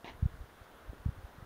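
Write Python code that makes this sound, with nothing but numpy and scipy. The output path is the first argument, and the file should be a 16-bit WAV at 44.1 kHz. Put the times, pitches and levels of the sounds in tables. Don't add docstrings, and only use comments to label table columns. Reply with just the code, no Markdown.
import sys
import numpy as np
from scipy import signal
from scipy.fft import rfft, irfft
from scipy.io import wavfile

SR = 44100
rng = np.random.default_rng(int(sys.argv[2]) if len(sys.argv) > 2 else 0)


def unload_wav(signal):
    wavfile.write(
        sys.argv[1],
        SR,
        np.round(np.clip(np.atleast_2d(signal).T, -1, 1) * 32767).astype(np.int16),
    )


N = 63945
TIME = np.arange(N) / SR

# t/s, level/dB, contact/ms, damping ratio, further gain (+ press, - release)
GRIP_THUMPS = [(.148, -49.5, 3, 0.32, -1.15), (.196, -48, 3.5, 0.28, -1), (0.2286, -19.5, 1.58, 0.33, 1),
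               (.2590, -19, 1.98, 2.2, 1), (0.29, -48, 2.7, 0.69, 1), (0.319, -46.5, 1.7, .6, 0.87),
               (0.341, -42, 2.8, 0.55, -1.08), (.390, -33.5, 4, 1, 0.26), (0.4098, -37, 3.75, 0.65, -1.28),
               (0.44, -45.5, 1.9, 0.92, 1), (.616, -44.5, 2.8, 1.2, 1), (.742, -55, 5.1, .6, 1),
               (.884, -44, 3.3, 1.1, 1), (0.8953, -35.5, 2.73, 0.46, -1.06),
               (0.9327, -34.5, 0.42, 1.1, -0.74), (1.003, -44.5, 2.4, .6, 1),
               (1.0613, -21, 1.3, 0.34, 0.92), (1.0902, -25.5, 1.91, 1.7, 1),
               (1.127, -45.5, 2.7, 0.88, -0.92), (1.171, -43.5, 2.5, 0.46, 0.93),
               (1.186, -40, 2.07, 0.36, -1), (1.2452, -39.5, 3.4, 0.65, -1),
               (1.385, -42.5, 1.53, 1.4, -1.14), (1.4254, -39, 1.66, .8, 0.93)]
# f/Hz, width/Hz, level/dB
CASING_MODES = [(318, 237, 3), (700, 170, 1), (898, 150, 3), (1730, 170, -1), (1925, 120, -5.5),
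                (2130, 170, -13), (2730, 380, -17), (3400, 200, -30), (3830, 140, -17)]
# t/s, level/dB
RUMBLE_LEVELS = [(0, -63), (.18, -61.5), (.28, -52), (.42, -59), (.5, -66), (.72, -64.5), (.82, -70),
                 (.9, -55), (1.03, -62), (1.15, -53.5), (1.32, -62.5), (1.45, -57)]
# f/Hz, relative level/dB
RUMBLE_SPECTRUM = [(20, -7), (55, 3), (100, -3.5), (170, -8.5), (300, -28.5), (600, -54)]
# f/Hz, relative level/dB
WASH_SPECTRUM = [(30, -3), (120, -5.5), (250, 0.5), (420, 0), (650, -0.5), (1000, -1.5), (1500, -2),
                 (2000, -9), (2450, -14.5), (3500, -14.5), (4500, -21.5), (6500, -28.5), (9000, -37)]

SWING_HZ = 68.5
CATCH_S = 0.0447


def grip_thumps():
    return sum(gain * push(at_s, db, contact_ms, damping)
               for at_s, db, contact_ms, damping, gain in GRIP_THUMPS)


def push(at_s, peak_db, contact_ms, damping):
    force = np.exp(-0.5 * ((TIME - at_s) * 1000 / contact_ms) ** 2) + 1e-18
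    omega = 2 * np.pi * SWING_HZ
    body = signal.bilinear([1, 0, 0], [1, 2 * damping * omega, omega ** 2], SR)
    swing = signal.lfilter(*body, force)
    return from_db(peak_db) * swing / np.abs(swing).max()


def finger_catch(tick_db=-35.5, tick_top_hz=800):
    impulse = 1e-18 + (np.arange(N) == int(CATCH_S * SR))
    tick = casing(cut(impulse, tick_top_hz, "low", order=1))
    nudge = push(CATCH_S, peak_db=-42.5, contact_ms=0.54, damping=0.45)
    return from_db(tick_db) * tick / np.abs(tick).max() + nudge


def finger_slide(slips_per_s=2200, attack_s=0.025, fade_from_s=0.051, stroke_t60_s=0.16, spurt_t60_s=0.025):
    slips = (rng.random(N) < slips_per_s / SR) * rng.choice([-1, 1], N)
    slips = slips * from_db(2.5 * rng.standard_normal(N))
    friction = 0.24 * rng.standard_normal(N)
    ring = rms_one(casing(rms_one(slips) + friction))
    skin_hiss = from_db(-16.5) * rms_one(cut(rng.standard_normal(N), hz=6350, kind="low", order=8))
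    age = TIME - CATCH_S
    spurt = (age > 0) * from_db(-45 - 60 * np.abs(age) / spurt_t60_s)
    attack = np.sqrt(np.clip(age / attack_s, 0, 1))
    stroke = attack * from_db(-47.5 - 60 * np.maximum(age - fade_from_s, 0) / stroke_t60_s)
    return (ring + skin_hiss) * (spurt + stroke)


def casing(x):
    ring = sum(from_db(db) * resonance(x, hz, width_hz) for hz, width_hz, db in CASING_MODES)
    hollowed = ring - resonance(ring, hz=1280, width_hz=470)
    return cut(hollowed, hz=4250, kind="low", order=12)


def hand_rumble():
    level_db = np.interp(TIME, *np.transpose(RUMBLE_LEVELS))
    return from_db(level_db) * coloured_noise(RUMBLE_SPECTRUM, flicker_db=3.0)


def surf_and_wind(level_db=-57.5, start_db=-2, rise_s=0.39, swell_db=0.26):
    soft_start_db = start_db * np.clip(1 - TIME / rise_s, 0, 1)
    envelope = from_db(level_db + soft_start_db - swell_db * drift(rate_hz=1.8))
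    return envelope * coloured_noise(WASH_SPECTRUM, flicker_db=0.73)


def microphone_hiss(level_db=-70.5):
    return from_db(level_db) * rms_one(cut(rng.standard_normal(N), hz=2900, kind="high", order=1))


def coloured_noise(spectrum, flicker_db):
    hz = np.maximum(np.arange(N // 2 + 1) * SR / N, 1)
    points_hz, points_db = np.transpose(spectrum)
    shape_db = np.interp(np.log(hz), np.log(points_hz), points_db)
    bins = rfft(rng.standard_normal(N)) * from_db(shape_db)
    octave = np.clip(np.floor(np.log2(hz)), 6, 13)
    bands = (irfft(bins * (octave == k), N) for k in np.unique(octave))
    return rms_one(sum(band * from_db(flicker_db * drift(rate_hz=8)) for band in bands))


def drift(rate_hz):
    pole = np.exp(-2 * np.pi * rate_hz / SR)
    wander = signal.lfilter([1], [1, -2 * pole, pole ** 2], rng.standard_normal(N + SR))
    return rms_one(wander[SR:])


def resonance(x, hz, width_hz):
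    radius = np.exp(-np.pi * width_hz / SR)
    feedback = [1, -2 * radius * np.cos(2 * np.pi * hz / SR), radius ** 2]
    return signal.lfilter(np.array([1, 0, -1]) * (1 - radius ** 2) / 2, feedback, x)


def cut(x, hz, kind, order):
    return signal.sosfilt(signal.butter(order, hz, kind, fs=SR, output="sos"), x)


def from_db(db):
    return 10 ** (np.asarray(db) / 20)


def rms_one(x):
    return x / np.sqrt(np.mean(x ** 2) + 1e-20)


def scene():
    far = surf_and_wind()
    close = grip_thumps() + hand_rumble() + finger_catch() + finger_slide()
    return (far + close + microphone_hiss())[None]


def record(dry, notch_hz=7690, notch_width_hz=390, top_hz=15680):
    notched = signal.lfilter(*signal.iirnotch(notch_hz, notch_hz / notch_width_hz, fs=SR), dry)
    return signal.sosfilt(signal.ellip(16, 0.1, 60, top_hz, fs=SR, output="sos"), notched)


dry = scene()
out = record(dry)
unload_wav(out)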